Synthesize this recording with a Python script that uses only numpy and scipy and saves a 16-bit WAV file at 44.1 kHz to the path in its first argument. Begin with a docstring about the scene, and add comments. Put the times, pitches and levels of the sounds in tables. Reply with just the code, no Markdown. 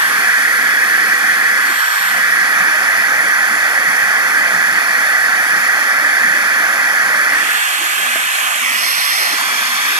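"""A gas torch plays on a metal ring over a soldering block, close to a small two-port microphone.
From the start, turbulent noise hisses into both ports by direct sound and short bounces off ring, tweezers
and block. The torch goes from beside the ring to its rim, aside and back, then inside; low noise roars on metal.
From about 7.5 s it passes to the block, far off and above, the roar mostly low; decaying partials make one
tweezer knock at 8.2 s, and narrow-band noise makes faint tones of hum to the end."""
import sys
import numpy as np
from scipy import signal
from scipy.fft import rfft, irfft
from scipy.io import wavfile
from scipy.ndimage import uniform_filter1d

SR = 44100
rng = np.random.default_rng(int(sys.argv[2]) if len(sys.argv) > 2 else 0)


def materialize(psi):
    """Save the field psi as 16-bit PCM at rate SR to the path in sys.argv[1].

    A 1-D psi becomes a single channel; in a 2-D psi each row is a channel.
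    """
    bounded = np.clip(np.atleast_2d(psi).T, -1, 1)
    quanta = np.round(bounded * 32767).astype(np.int16)
    wavfile.write(sys.argv[1], SR, quanta)


N = 440552

# where the torch is held, one place fading into the next between rows: time_s, place, bounce_length_factor
TORCH_MOVES = [(0, "beside", 0.88), (.25, "rim", 1.02), (1.6, "rim", 1.023), (1.78, "beside", 1.01),
               (2.06, "beside", 1.02), (2.22, "rim", 1.03), (2.7, "inside", 1.006), (7.18, "inside", 1.002),
               (7.3, "inside", 1.02), (7.6, "block", 0.98), (7.75, "block", 1.01), (8.4, "block", 1.06),
               (8.58, "block", 1.054), (8.7, "block", 1.47), (8.86, "far", 0.992), (9.25, "far", 1),
               (9.4, "above", 1.07), (9.7, "above", 1.02), (10, "above", 0.98)]
# arrival at the ports, by place: left_lag_ms (behind right), scattered_share_db (near 2 kHz), rise_db_per_octave
ARRIVAL = {"rim": (0.199, -4, 3.7), "inside": (0.2, -6, 3.58), "beside": (0.24, -4.5, 1.7),
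           "block": (0.334, -3.5, 3.7), "far": (0.328, -7, 2), "above": (0.3, -4, 2.6)}
# spectrum of the jet as it reaches the ports, by place: frequency_hz, left_db, right_db
JET_SPECTRA = {"rim": [(447, -25.5, -20), (790, -20, -32), (1445, 9.5, -9), (2604, -10, -29),
               (4580, -29.5, -19), (7960, -30, -28.5), (14500, -30.5, -22)], "inside": [(455, -29, -24.5),
               (833, -9, -20.5), (1490, 9.5, -11.5), (2630, -8.5, -24), (4700, -30, -18), (7640, -28, -26),
               (14400, -27.5, -21)], "beside": [(437, -32, -24), (764, -26, -26.5), (1580, 11, -6),
               (2560, -19, -22.5), (4600, -23, -18), (8500, -29.5, -23), (14500, -30, -14.5)],
               "block": [(486, -24, -28.5), (800, -11, -18), (1500, 7.5, -13), (2530, -8.5, -11),
               (4720, -26, -18.5), (8000, -28, -19), (14500, -27.5, -20.5)], "far": [(450, -24.5, -15.5),
               (800, -14, -16), (1520, 1.5, -19), (2640, -5, -14), (4850, -25, -9.5), (8100, -30, -14.5),
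               (14500, -25, -13)], "above": [(452, -42, -23.5), (825, -12, -27.5), (1530, 3, -13),
               (2600, -3.5, -21.5), (4500, -24.5, -9.5), (7700, -28, -22.5), (14500, -26, -17)]}
# reflections into the left port, by place: delay_ms (after the direct sound), pressure_ratio
LEFT_BOUNCES = {"rim": [(0.316, -0.66), (0.518, -0.012), (0.668, 0.34), (0.728, -0.45), (0.961, -0.19),
                (1.455, -0), (1.529, -0.65), (1.563, 0.52), (1.889, 0.11), (2.205, -0.13)],
                "inside": [(0.314, -0.7), (0.507, -0.19), (0.668, 0.45), (0.722, -0.53), (0.977, -0.23),
                (1.275, 0.12), (1.45, 0.073), (1.538, -0.38), (1.577, 0.29), (1.733, 0.012), (1.893, 0.032),
                (2.205, -0.026)], "beside": [(0.084, 0.94), (0.314, -0.2), (0.604, -0.77), (0.761, -0.9),
                (0.785, 0.93), (0.813, -0.077), (1.285, 0.074), (1.491, -0.31), (1.799, -0.2)],
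                "block": [(0.151, -0.27), (0.408, -0.083), (0.731, 0.11), (1.043, -0.025), (1.187, 0.089),
                (1.262, -0.18), (1.408, 0.16), (1.746, -0.25), (2.168, 0.21)], "far": [(0.246, -0.55),
                (0.41, -0.9), (0.471, 0.38), (0.595, 0.22), (0.739, 0.39), (1.049, -0.019),
                (1.498, -0.025)], "above": [(0.136, 0.82), (0.417, -0.63), (0.76, 0.41), (1.159, -0.23),
                (1.317, 0.12), (1.368, -0.1)]}
# reflections into the right port, by place: delay_ms (after the direct sound), pressure_ratio
RIGHT_BOUNCES = {"rim": [(0.243, -0.67), (0.32, -0.5), (0.416, -0.21), (0.706, -0.82), (0.768, -0.28),
                 (0.844, -0.14), (1.252, -0.53), (1.672, 0.034)], "inside": [(0.164, 0.3), (0.246, -0.77),
                 (0.323, -0.58), (0.413, -0.3), (0.709, -0.61), (0.778, -0.37), (0.862, -0.43),
                 (0.964, -0.31), (1.24, -0.33), (1.655, 0.27)], "beside": [(0.228, 0.47), (0.433, -0.22),
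                 (0.788, -0.26), (1.168, 0.16), (1.803, -0.12)], "block": [(0.102, 0.27), (0.257, 0.59),
                 (0.682, 0.22), (0.738, 0.063), (1.081, -0.2), (1.44, 0.049)], "far": [(0.136, -0.57),
                 (0.304, -0.38), (0.71, 0.1), (0.766, 0.26), (1.086, -0.17), (1.386, 0.17), (1.759, 0.1)],
                 "above": [(0.32, 0.38), (0.356, -0.33), (0.463, -0.69), (0.548, -0.47), (1.14, 0.38),
                 (1.206, 0.19), (1.358, -0.36), (2.041, 0.24)]}
# peaks and dips of the housing, left list then right list: centre_hz, width_hz, gain_db
PORT_RESONANCES = [(1063, 284, -13.5), (1475, 410, -16), (2157, 35, -14.5), (3120, 460, -4.5),
                   (3233, 100, 11), (3430, 110, -2.5), (3950, 130, -5), (4150, 130, -4.5), (5630, 200, -8),
                   (9200, 440, -14), (13800, 620, -8)], [(1028, 210, 5), (1830, 1076, 12.5),
                   (2090, 27, -20), (2470, 91, 3.5), (2900, 70, -2), (3350, 61, 7.5), (3965, 194, -10),
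                   (4860, 200, -10.5), (14830, 2070, -19.5)]
# relative spectral density of the roar: frequency_hz, density_db (per Hz)
ROAR_SPECTRUM = [(15, -78), (25, -48), (81, -42), (116, -18.5), (189, -2), (303, -1.5), (406, -4.5),
                 (635, -14), (700, 5), (910, -1.5), (1540, -120)]
# moments when the flame leaves the metal and the roar drops away: start_s, end_s, drop_db
LIFTS = [(1.71, 2.12, -11), (7.48, 9.3, -11.5), (9.614, 10.2, -8.5)]
# slow drift of the jet: time_s, strength_db, treble_lift_db_per_octave (above 5 kHz)
JET_DRIFT = [(0, 2.7, -1.5), (1.6, 1.8, -2), (2, 2.5, -2), (2.4, 1.8, -2.5), (3.1, 0.7, -2),
             (7.3, 0.85, -2.7), (8.4, 0.43, -1), (9.2, 0.7, -2), (10, 0.9, -1.8)]
# contacts of the tweezers with the block: time_s, peak_db
KNOCKS = [(8.158, -9)]
# partials of the tweezers: frequency_hz, relative_level_db, decay_60db_s
TWEEZER_PARTIALS = [(680, 1, .07), (370, -13, .045), (1250, 4, .035), (1650, 5, .03), (1950, 3, .03)]
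# faint fuzzy tones that come and go: start_s, length_s, pitch_hz, level_db
HUM_TONES = [(7.57, 0.55, 338, -42.5), (7.95, 0.24, 247, -46), (8.5, 0.57, 247, -45),
             (8.946, 0.31, 251, -54), (9.45, 0.54, 245, -45)]

SIZE, HOP = 1024, 256  # short-time spectrum, samples
HZ = np.fft.rfftfreq(SIZE, 1 / SR)
TIMES = np.arange(N // HOP + 5) * HOP / SR  # frame times, s

JET_DB = -1.91
RING_HZ, RING_WIDTH_HZ, RING_CLEAR_DB = 1680, 890, -6  # near this resonance less sound is scattered
SHARED_DIPS = 0.15  # how far the scattered sound follows the dips of the bounces, 0-1

ROAR_DB, ROAR_SAG_DB_PER_S = -34, -0.27
ROAR_PAN_DB, ROAR_ALIKE = -2.5, 0.76  # left over right; correlation of the ports
LIFT_S = 0.034  # time to leave or regain the metal
FLUTTER_ON_DB, FLUTTER_OFF_DB = 1, 3.5  # rms flutter on the metal and off it
# while the roar is low: loss of the deepest part, added rms unevenness of the noise
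LIFT_BASS_DB, LIFT_UNEVEN_DB = -11, 4.5

HUM_WIDTH_HZ = 2.9
LOW_CUT_HZ, EDGE_HZ = 106, 14520
LIMIT_DB, LIMIT_SHARE = -13.5, 0.24  # threshold; share of the excess dB removed


def gain_of(db):
    """Logarithmic level: 20 dB is a tenfold pressure ratio."""
    return 10 ** (np.asarray(db) / 20)


def evened(x):
    """Normalisation: division by the root mean square gives rms 1."""
    return x / np.sqrt(np.mean(abs(x) ** 2))


def read(hz, value):
    """Logarithmic frequency scale: a spectrum table is interpolated on every bin."""
    return np.interp(np.log(HZ + 1), np.log(np.add(hz, 1)), value)


def resonance(centre_hz, width_hz):
    """Resonance curve: a bell of height 1, half as high at half its width from the centre."""
    return 1 / (1 + (2 * (HZ - centre_hz) / width_hz) ** 2)


def causal(db):
    """Minimum phase: folding the cepstrum forward gives this gain with the least delay."""
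    folded = irfft(db * np.log(10) / 20)
    folded[1:SIZE // 2] *= 2
    folded[SIZE // 2 + 1:] = 0
    return np.exp(rfft(folded))


def chance():
    """White noise: short-time spectra of a random signal that plays back at rms 1."""
    noise = rng.standard_normal((len(TIMES) - 1) * HOP)
    return signal.stft(noise, nperseg=SIZE, noverlap=SIZE - HOP)[2]


def patches(bins, frames):
    """Random modulation: noise smoothed over frequency and time leaves blotches of rms 1."""
    field = rng.standard_normal((len(TIMES), len(HZ))).T
    field = uniform_filter1d(field, round(bins), axis=0)
    return evened(uniform_filter1d(field, round(frames), axis=1))


def pair(left, right, cross, field_db):
    """Partial coherence: two noises of these powers and cross-spectrum swell together by field_db."""
    alike = cross / np.sqrt(left * right)
    first, second = chance(), chance()
    left_noise = np.sqrt(left) * first
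    independent = np.sqrt(abs(1 - abs(alike) ** 2)) * second
    right_noise = np.sqrt(right) * (alike * first + independent)
    spectra = np.array([left_noise, right_noise]) * gain_of(field_db)
    return signal.istft(spectra, nperseg=SIZE, noverlap=SIZE - HOP)[1][:, :N]


def jet():
    """Turbulence noise: gas from the nozzle, heard along the paths of each place in turn."""
    s, places, stretch = map(np.array, zip(*TORCH_MOVES))
    blend = np.zeros((3, len(HZ), len(TIMES)), complex)
    for place in ARRIVAL:
        here = places == place
        share = np.interp(TIMES, s, here)
        now = share > 0
        place_stretch = np.interp(TIMES[now], s[here], stretch[here])
        blend[..., now] += share[now] * paths(place, place_stretch)

    s, strength_db, treble_db = np.transpose(JET_DRIFT)
    treble = np.clip(np.log2(HZ / 5000 + 1e-3), 0, 2)[:, None]  # octaves above 5 kHz
    bass = np.clip(3.4 - HZ / 230, 0, 1)[:, None]
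    field_db = JET_DB + np.interp(TIMES, s, strength_db) + treble * np.interp(TIMES, s, treble_db)
    field_db = field_db + 1.17 * patches(6, 10)  # eddies
    field_db = field_db + .5 * treble * patches(134, 11.5)  # the treble flickers
    field_db = field_db + 2.64 * bass * patches(3, 14.4)  # the low end of the hiss comes in gusts
    small_jet_db = -10 * np.log10(1 + (520 / (HZ + 1)) ** 10)  # a small jet makes no bass
    field_db = field_db + small_jet_db[:, None]
    return pair(blend[0].real, blend[1].real, blend[2], field_db)


def paths(place, stretch):
    """Interference: direct sound and stretched bounces give left power, right power and cross-spectrum."""
    lag_ms, scatter_db, rise_db = ARRIVAL[place]
    hz, *jet_db = np.transpose(JET_SPECTRA[place])
    clear_db = RING_CLEAR_DB * resonance(RING_HZ, RING_WIDTH_HZ)
    # a long flame is many sources, so part of the sound arrives scattered
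    scattered = gain_of(scatter_db + rise_db * np.log2(HZ / 2000 + 0.11) + clear_db) ** 2
    fine_hz = np.arange(0, SR, 5.)
    direct, power = [], []
    for db, port, bounces in zip(jet_db, PORT_RESONANCES, (LEFT_BOUNCES, RIGHT_BOUNCES)):
        housing_db = sum(g * resonance(f, width) for f, width, g in port)
        colour = causal(read(hz, db) + housing_db)[:, None]
        comb = 1 + sum(ratio * np.exp(-2j * np.pi * fine_hz * ms / 1000) for ms, ratio in bounces[place])
        # longer paths lower the frequency of every dip
        comb = comb[(np.outer(HZ, stretch) / fine_hz[1]).astype(int)]
        spread = scattered[:, None] * abs(comb) ** (2 * SHARED_DIPS)
        direct.append(colour * comb)
        power.append(abs(colour) ** 2 * (abs(comb) ** 2 + spread))
    lag = np.exp(-2j * np.pi * HZ * lag_ms / 1000)[:, None]
    cross = np.conj(direct[0] * lag) * direct[1]
    return np.array([*power, cross])


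def roar():
    """Combustion noise: lumpy low burning where the flame breaks on metal or stone."""
    ramps = [np.clip(np.minimum(TIMES - start, end - TIMES) / LIFT_S, 0, 1) for start, end, _ in LIFTS]
    off_metal = sum(ramps)
    drop_db = np.transpose(LIFTS)[2] @ ramps
    flutter = evened(uniform_filter1d(rng.standard_normal(len(TIMES)), size=10))
    # the roar flutters more when the flame is off the metal
    flutter_db = flutter * (FLUTTER_ON_DB + (FLUTTER_OFF_DB - FLUTTER_ON_DB) * off_metal)
    level_db = ROAR_DB + ROAR_SAG_DB_PER_S * TIMES + drop_db + flutter_db

    power = gain_of(read(*np.transpose(ROAR_SPECTRUM)))[:, None] ** 2
    power = power / power.mean()
    bass = np.clip(2 - HZ / 120, 0, 1)[:, None]
    lumps_db = 6.9 * patches(3, 13) * bass + 0.98 * patches(30, 8)
    # the noise is more uneven while the roar is low
    lumps_db = lumps_db + (2.0 + LIFT_UNEVEN_DB * off_metal) * patches(3, 12.8)
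    deepest = np.clip(3 - HZ / 70, 0, 1)[:, None]
    lumps_db = lumps_db + LIFT_BASS_DB * off_metal * deepest
    sound = pair(power, power, ROAR_ALIKE * power, level_db + lumps_db)
    return sound * gain_of([[ROAR_PAN_DB / 2], [-ROAR_PAN_DB / 2]])


def knocks():
    """Modal decay: the tweezers touch the block and their partials die away; being small, they give no bass."""
    t, blows = np.arange(4000) / SR, np.zeros(N)
    ring = sum(gain_of(db - 60 * t / t60) * np.sin(2 * np.pi * hz * t) for hz, db, t60 in TWEEZER_PARTIALS)
    ring = signal.sosfilt(signal.butter(4, 230, "highpass", fs=SR, output="sos"), ring)
    for s, db in KNOCKS:
        blows[round(s * SR)] = gain_of(db)
    return signal.oaconvolve(blows, ring / abs(ring).max())[:N]


def hum():
    """Narrow-band noise: each tone swells and fades, wandering a little in pitch and strength."""
    t, out = np.arange(N) / SR, 0
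    keep = np.exp(-np.pi * HUM_WIDTH_HZ / SR)
    noise = rng.standard_normal(N) + 1j * rng.standard_normal(N)
    drift = evened(signal.lfilter([1], [1, -keep], noise))
    for s, length, hz, db in HUM_TONES:
        swell = np.sin(np.pi * np.clip((t - s) / length, 0, 1))
        tone = (drift * np.exp(2j * np.pi * hz * t)).real
        out = out + gain_of(db) * swell * tone
    return out


def scene():
    """Superposition: the pressures of all sources add at the two ports."""
    return jet() + roar() + knocks() + hum()


def record(dry):
    """Compression and filtering: a quick gain control leans on loud moments, then low cut and band limit."""
    power = uniform_filter1d((dry ** 2).mean(0), size=130)
    power_db = 10 * np.log10(abs(power) + 1e-12)
    over_db = uniform_filter1d(np.maximum(power_db - LIMIT_DB, 0), size=130)
    held = dry / gain_of(LIMIT_SHARE * over_db)
    thin = signal.sosfilt(signal.butter(2, LOW_CUT_HZ, "highpass", fs=SR, output="sos"), held)
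    band = signal.firwin(2047, EDGE_HZ, window=("kaiser", 9), fs=SR)
    return np.clip(signal.oaconvolve(thin, band[None], "same"), -1, 1)


dry = scene()
out = record(dry)
materialize(out)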